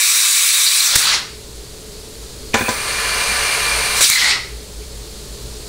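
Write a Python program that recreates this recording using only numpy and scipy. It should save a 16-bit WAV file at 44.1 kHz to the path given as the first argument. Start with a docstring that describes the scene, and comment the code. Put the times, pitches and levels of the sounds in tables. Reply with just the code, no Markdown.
"""Compressed air hisses past a loose blow-gun nozzle, as the clutch drum of a transmission is air-tested on a bench.
Turbulent jets are shaped noise: the loose nozzle, the emptying drum, then a rush through the sealed drum.
Gliding edge tones, short spits and the knocks of piston and plates (damped modes and noise) mark the changes.
Behind them lie a ventilation drone, motor hum and a leaking air line; a limiter ducks them under loud blasts."""
import sys
import numpy as np
from scipy import signal
from scipy.fft import rfft, irfft
from scipy.io import wavfile
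from scipy.ndimage import uniform_filter1d

SR = 44100
rng = np.random.default_rng(int(sys.argv[2]) if len(sys.argv) > 2 else 0)


def put_to_file(sound):
    """Save the sound as 16-bit audio at rate SR, in the file named by the first command-line argument."""
    columns = np.atleast_2d(sound).T  # one column per channel
    safe = np.clip(columns, -1, 1)
    whole_steps = np.round(safe * 32767)
    wavfile.write(sys.argv[1], SR, whole_steps.astype(np.int16))


N = 250488
TIME = np.arange(N) / SR

# spectrum of the jet at the nozzle: f/Hz, relative level per Hz/dB
JET_SPECTRUM = [(100, -47), (300, -25), (850, -23), (1100, -12.5), (1600, -11), (2200, -4.5), (3000, -10.5),
                (4200, -4.5), (6500, -3), (8500, 0), (10500, -4.5), (11600, -13), (13000, -8.5),
                (15500, -9)]
# spectrum of a dull impact: f/Hz, relative level per Hz/dB
THUD_SPECTRUM = [(40, -21), (130, 5.5), (230, -2.5), (900, -3.5), (1700, 7.5), (2600, -15), (4000, -11),
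                 (15000, -50)]


def jet():
    """Jet noise: fast air shears through the gap between nozzle and port, giving a bright hiss."""
    # air escaping past the nozzle: start t/s, length t/s, level before the sag/dB
    blasts = [(0, 0.868, 8), (0.947, 0.062, 1.5), (3.942, 0.07, -18), (4.003, .135, -0.5)]
    # resonances of the gap: f/Hz, width f/Hz, lift/dB
    gap_peaks = [(1140, 150, 6), (1396, 51, 3), (1466, 47, -1.5), (1593, 120, 4.5), (1725, 54, 3.5),
                 (2333, 160, 7.5), (2590, 100, 5.5), (2670, 310, 0.5), (3786, 760, 9.5), (5869, 240, 6),
                 (7870, 600, 3), (10840, 410, 3.5)]
    rise_s, sag_db, shut_db_per_s = 0.042, 5.5, 280
    hiss = turbulent(noise(JET_SPECTRUM, gap_peaks), patchy_db=1.26, flutter_db=0.6)
    flow = np.zeros(N)
    for start, length, db in blasts:
        lead = rise_s * (start < rise_s)  # the first blast is already blowing
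        opening = valve(start - lead, length + lead, rise_s, shut_db_per_s)
        sagging_db = db - sag_db * progress(start, length) ** 3
        flow += opening * amp(sagging_db)
    return band(hiss, 260, "high", order=2) * flow


def vent():
    """Blowdown: the drum empties through its open port; the hiss weakens and dulls as pressure falls."""
    # emptying of the drum: start t/s, length t/s, level with the drum full/dB
    ventings = [(0.651, 0.49, 0), (4.026, 0.28, .5)]
    # spectrum of the outflow: f/Hz, relative level per Hz/dB
    vent_spectrum = [(100, 5), (400, -18), (800, -12), (1300, -7), (2000, -7), (3000, -7.5), (4200, 0),
                     (6000, -9), (8500, -15), (10500, -22), (11600, -25), (15500, -45)]
    rise_s, sag_db, shut_db_per_s = 0.11, 10.5, 262
    half_empty, steepness = 0.5, 2.3  # share of a venting at half pressure, and how abruptly it falls
    full_tilt_db, empty_tilt_db = 6.5, -1.65  # per octave
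    dulling_db_per_s = 39.5  # further loss of tilt once the venting ends
    flow, tilt = np.zeros(N), np.zeros(N)
    for start, length, db in ventings:
        pressure = 1 / (1 + (progress(start, length) / half_empty) ** steepness)
        opening = valve(start, length, rise_s, shut_db_per_s)
        flow += opening * amp(db - sag_db * (1 - pressure))
        spent_s = np.clip(TIME - start - length, 0, 0.1)
        brightness = empty_tilt_db + (full_tilt_db - empty_tilt_db) * pressure - dulling_db_per_s * spent_s
        tilt = np.where(TIME >= start, brightness, tilt)
    audible = flow > amp(-60)
    hiss = turbulent(noise(vent_spectrum), patchy_db=2.5, flutter_db=-0.3, tilt=tilt * audible)
    return band(hiss, 430, "high", order=2) * flow


def feed():
    """Pressure charging: air surges in, rushes through oil passages and fizzes past the piston seals."""
    # air fed through the sealed nozzle: start t/s, length t/s
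    start, length = (2.536, 1.478)
    # spectrum of the inflow: f/Hz, relative level per Hz/dB
    feed_spectrum = [(100, -8), (300, -12.5), (450, -12.5), (750, -4), (1500, 2), (2200, -4.0),
                     (3000, -8.5), (4500, -1.5), (7300, -16.5), (9000, -11), (10500, -17), (11500, -18),
                     (14000, -16.5), (15500, -23)]
    # resonances of the oil passages: f/Hz, width f/Hz, lift/dB
    passage_peaks = [(447, 65, 12.9), (573, 103, 7.8), (1019, 29, 9.1), (1176, 19, 9.6), (1743, 62, 6.4),
                     (2120, 114, 7.4), (2380, 150, 14.3), (2774, 350, 7.3), (2940, 69, 6.7), (3235, 66, 7),
                     (4280, 930, 3.5), (6020, 140, 8.1), (6500, 520, 4.9), (7140, 520, 6.3),
                     (8569, 940, 9.9), (10050, 756, 10.8), (10920, 406, 6.5), (14700, 88, 5.5)]
    rush_db, rush_fill_db, fill_s = -18.5, 22, 0.17  # the rush starts 22 dB down and builds with pressure
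    surge_db, surge_s = -23.5, 0.054  # first inrush, while the piston travels
    fizz_db, fizz_fill_db, creep_db_per_s = -29, 5.5, 3  # the seals leak more and more
    air = turbulent(noise(feed_spectrum, passage_peaks), patchy_db=0.42, flutter_db=0.5)
    rush = band(band(air, 246, "high", order=2), 7230, "low", order=8)
    fizz = band(air, 7580, "high", order=8)
    age = np.clip(TIME - start, 0, length)
    unfilled = np.exp(-age / fill_s)
    surge_gain = amp(surge_db) * np.exp(-(age / surge_s) ** 2)
    rush_gain = amp(rush_db - rush_fill_db * unfilled) + surge_gain
    fizz_gain = amp(fizz_db - fizz_fill_db * unfilled + creep_db_per_s * age)
    opening = valve(start, length, rise_s=0.0043, shut_db_per_s=251)
    return (evened(rush) * rush_gain + evened(fizz) * fizz_gain) * opening


def whistles(edge_s=0.0027, fade_db_per_s=35):
    """Edge tones: air crossing port and seal edges whistles, a gliding carrier roughened by narrow noise."""
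    # start t/s, length t/s, start pitch f/Hz, end pitch f/Hz, width f/Hz, level before the fade/dB
    edge_tones = [(0.663, 0.03, 4324, 4230, 980, 7.5), (0.797, 0.014, 4250, 4120, 450, 6),
                  (0.855, .026, 5440, 6600, 900, -1.5), (2.534, 0.019, 2480, 2520, 596, -16),
                  (2.577, .22, 15450, 15450, 600, -37), (2.585, .17, 13450, 13450, 800, -39.5),
                  (2.571, .09, 2450, 2460, 110, -26.5), (2.658, 0.024, 2470, 2440, 200, -21.5),
                  (4.04, 0.026, 4700, 4290, 2640, -1.5), (4.104, 0.041, 2197, 2065, 250, -5.5),
                  (4.153, 0.035, 2126, 1840, 300, -5), (4.214, .13, 2050, 2085, 328, -12),
                  (4.813, 0.035, 2280, 2290, 400, -45)]
    out = np.zeros(N)
    for start, length, start_hz, end_hz, width, db in edge_tones:
        count = int(length * SR)
        fade = amp(-fade_db_per_s * TIME[:count])
        window = signal.windows.tukey(count, 2 * edge_s / length) * fade
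        pitch_hz = np.linspace(start_hz, end_hz, count)
        carrier = np.exp(2j * np.pi * np.cumsum(pitch_hz) / SR)
        roughness = band(rng.standard_normal((2, SR // 2)), width / 2, "low", order=2)
        a, b = roughness[:, SR // 10:][:, :count]  # skips the filter's settling
        tone = evened(a * carrier.real + b * carrier.imag)
        add(out, start, amp(db) * window * tone)
    return out


def spits(puff_s=0.0016):
    """Transient bursts: milliseconds of bright hiss with a thud and a smooth pressure pulse."""
    # start t/s, length t/s, hiss level/dB, thud level/dB, puff level/dB
    bursts = [(0.953, 0.015, 6, -8, -3), (4.098, 0.0058, 8.5, -32, -11)]
    out = np.zeros(N)
    for start, length, db, thud_db, puff_db in bursts:
        window = signal.windows.tukey(int(length * SR), 0.7)
        hiss = evened(noise(JET_SPECTRUM)[:len(window)])
        thud = evened(noise(THUD_SPECTRUM)[:len(window)])
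        puff = signal.windows.gaussian(len(window), puff_s * SR)
        add(out, start, window * (amp(db) * hiss + amp(thud_db) * thud + amp(puff_db) * puff))
    return out


def knocks(thud_t60=0.04, crack_t60=0.061, thump_hz=225, thump_t60=0.058):
    """Modal impact: piston and plates clatter and crack, ring the oily drum's modes and thump the bench."""
    # start t/s, level/dB, crack level/dB, thump level/dB; the last two are relative to the first level
    impacts = [(2.5415, -7, -2, -2.5), (2.546, -6.5, -23, -14), (2.5537, -7.5, -15, -30),
               (2.609, -12.5, -26, -8), (2.621, -29, -25, 16), (2.682, -12.5, -18, -15),
               (2.689, -10.5, -2, -5), (4.007, -15.5, 3, -22)]
    # modes of the drum: f/Hz, width before damping f/Hz, level within the ring/dB
    drum_modes = [(237, 91, -2), (522, 69, 8), (802, 8.3, -6), (995, 33, 2.5), (1420, 33, -6),
                  (2270, 42, -3), (3500, 53, -0.5), (5160, 120, -19), (5660, 32, -22), (6160, 110, 2),
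                  (7060, 110, -11), (7360, 52, -23)]
    # spectrum of the crack: f/Hz, relative level per Hz/dB
    crack_spectrum = [(100, -40), (1500, 2), (3000, -3), (7500, -1), (9000, -13), (15000, -21)]
    ring_db = -3  # all modes together, against the clatter
    damping = 1.97  # oil widens every mode by this factor
    t, out = np.arange(SR // 4) / SR, np.zeros(N)
    thuds, cracks = noise(THUD_SPECTRUM), noise(crack_spectrum)
    onset = 1 - np.exp(-t / 0.0009)
    for k, (start, db, crack_db, thump_db) in enumerate(impacts):
        stretch = slice(k * len(t), (k + 1) * len(t))  # fresh noise for each knock
        thud = thuds[stretch] * amp(-60 * t / thud_t60)
        crack = cracks[stretch] * amp(crack_db - 60 * t / crack_t60)
        ring = np.zeros(len(t))
        for hz, width, mode_db in drum_modes:
            decay = np.exp(-np.pi * width * damping * t)
            ring += amp(mode_db) * decay * np.sin(2 * np.pi * (hz * t + rng.random()))
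        thump = np.sin(2 * np.pi * thump_hz * t) * amp(thump_db - 60 * t / thump_t60)
        add(out, start, amp(db) * (thud + crack + amp(ring_db) * ring + thump) * onset)
    return out


def shop():
    """Stationary noise: ventilation drone, wavering motor hum and the thin hiss of a leaking air line."""
    # spectrum of the ventilation: f/Hz, relative level per Hz/dB
    drone_spectrum = [(20, -3), (38, -11), (55, 1.5), (75, -5.5), (100, -8.5), (200, -10.5), (300, -14),
                      (370, -10), (430, -2), (490, -15.5), (560, -13), (700, -21.5), (1200, -27.5),
                      (5000, -46)]
    # spectrum of the leak: f/Hz, relative level per Hz/dB
    leak_spectrum = [(300, -34), (900, -8.5), (1600, -9.5), (2700, -7.5), (3400, -4.5), (4300, 1),
                     (5600, -4.5), (7000, -3.5), (8700, -4.5), (10300, -7.5), (11700, -12.5),
                     (15500, -15.5)]
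    # motor lines: f/Hz, width f/Hz, level at mid scene/dB
    motor_lines = [(53.8, 13, -38.5), (120.6, 4.8, -47.5)]
    drone = amp(-35.5) * noise(drone_spectrum)
    leak = amp(-36) * turbulent(noise(leak_spectrum), patchy_db=0.4, flutter_db=-0.23)
    hum = sum(amp(db) * narrow(hz, width) for hz, width, db in motor_lines)
    swell_db_per_s = 1.7
    return drone + leak + hum * amp(swell_db_per_s * (TIME - TIME.mean()))


def room(x, wet_db):
    """Reverberation: dense reflections off bench, tool chest and walls, each band decaying at its own rate."""
    # reverberation time: f/Hz, T60 t/s
    decay_times = [(100, 0.048), (500, 0.32), (1500, 0.55), (4000, 0.49), (8000, 0.4), (15000, 0.38)]
    signs = rng.choice([-1., 1.], SR)
    arrivals = rng.random(SR) < 4000 / SR  # about 4000 reflections per second
    taps = signs * arrivals * (np.arange(SR) > 0.002 * SR)
    hz, t, z = signal.stft(taps, SR, nperseg=256)
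    t60 = read(decay_times, hz)[:, None]
    tail = signal.istft(z * amp(-60 * t / t60) / np.sqrt(t60), SR, nperseg=256)[1]
    wet = signal.fftconvolve(x, tail / np.linalg.norm(tail))[:N]
    return (x + amp(wet_db) * wet) / np.sqrt(1 + amp(wet_db) ** 2)


def valve(start, length, rise_s, shut_db_per_s):
    """Gated flow: the gain opens linearly, holds, then dies away exponentially."""
    age = TIME - start
    return np.clip(age / rise_s, 0, 1) * amp(-shut_db_per_s * np.maximum(age - length, 0))


def progress(start, length):
    """Normalized time: runs from 0 to 1 during an event."""
    return np.clip((TIME - start) / length, 0, 1)


def turbulent(x, patchy_db, flutter_db, tilt=0 * TIME):
    """Turbulence: eddies make spectral patches and flow flutter; tilt (dB per octave) brightens it."""
    hz, t, z = signal.stft(x, SR, nperseg=512, noverlap=384)
    patches = uniform_filter1d(rng.standard_normal(z.shape), size=9, axis=0)
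    patches = evened(uniform_filter1d(patches, size=12, axis=1))
    flutter = evened(uniform_filter1d(rng.standard_normal(len(t)), size=6))
    octaves = np.log2(np.maximum(hz, 1000) / 4000)[:, None]  # about 4 kHz, constant below 1 kHz
    tilt_db = octaves * np.interp(t, TIME, tilt)
    z = z * amp(patchy_db * patches + flutter_db * flutter + tilt_db)
    return evened(signal.istft(z, SR, nperseg=512, noverlap=384)[1][:N])


def noise(spectrum, peaks=()):
    """Spectral shaping: steady noise with a broad colour, lifted or cut at each resonance."""
    hz = np.fft.rfftfreq(N, 1 / SR)
    db = read(spectrum, hz)
    for f, width, lift in peaks:
        db = db + lift / (1 + (2 * (hz - f) / width) ** 2)
    return evened(irfft(rfft(rng.standard_normal(N)) * amp(db), N))


def narrow(centre_hz, width_hz):
    """Narrow-band noise: one steep resonance gives a wavering tone."""
    hz = np.fft.rfftfreq(N, 1 / SR)
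    resonance = 1 / (1 + (2 * (hz - centre_hz) / width_hz) ** 4)
    return evened(irfft(rfft(rng.standard_normal(N)) * resonance, N))


def band(x, edge_hz, kind, order=4):
    """Band limiting: Butterworth low-pass or high-pass."""
    return signal.sosfilt(signal.butter(order, edge_hz, kind, fs=SR, output="sos"), x)


def amp(db):
    """Logarithmic level: decibels to amplitude gain."""
    return 10 ** (np.asarray(db) / 20)


def evened(x):
    """Power normalization: scales to rms 1."""
    return x / np.sqrt(np.mean(x ** 2) + 1e-20)


def read(points, hz):
    """Interpolation of a table on a logarithmic frequency axis."""
    f, value = np.transpose(points)
    return np.interp(np.log(hz + 1), np.log(f + 1), value)


def add(mix, start, sound):
    """Superposition: adds a sound to the mix, in place, from start seconds."""
    part = mix[round(start * SR):][:len(sound)]
    part += sound[:len(part)]


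def scene():
    """Superposition of all sources in the shop, the same on both channels."""
    air = room(jet() + vent() + whistles(), wet_db=-6.5) + room(feed(), wet_db=-8.5)
    impacts = room(spits(), wet_db=-4.5) + room(knocks(), wet_db=-4.5)
    mono = air + impacts + shop()
    return np.array([mono, mono])


def record(dry, limit_db=-13.0, follow_s=0.014, held_share=0.19, held_fall_db_per_s=9, ceiling=1.0):
    """Gain control: a limiter holds blasts level and recovers slowly; quick peaks clip, then a low-pass."""
    power = abs(uniform_filter1d((dry ** 2).mean(0), size=400))
    over_db = np.maximum(10 * np.log10(power + 1e-12) - limit_db, 0)
    keep = np.exp(-1 / (follow_s * SR))
    settled = [keep * over_db[:SR // 100].mean()]  # already following the first blast
    quick_db = signal.lfilter([1 - keep], [1, -keep], over_db, zi=settled)[0]
    fall_db = held_fall_db_per_s * TIME
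    held_db = np.maximum.accumulate(quick_db + fall_db) - fall_db
    # a share of the slowly falling held peak outlasts the quick reduction
    reduction_db = np.maximum(quick_db, held_share * held_db)
    clipped = np.clip(dry * amp(-reduction_db), -ceiling, ceiling)
    low_pass = signal.firwin(801, 15750, window=("kaiser", 7), fs=SR)  # edge in Hz
    return signal.oaconvolve(clipped, low_pass[None], "same")


dry = scene()
out = record(dry)
put_to_file(out)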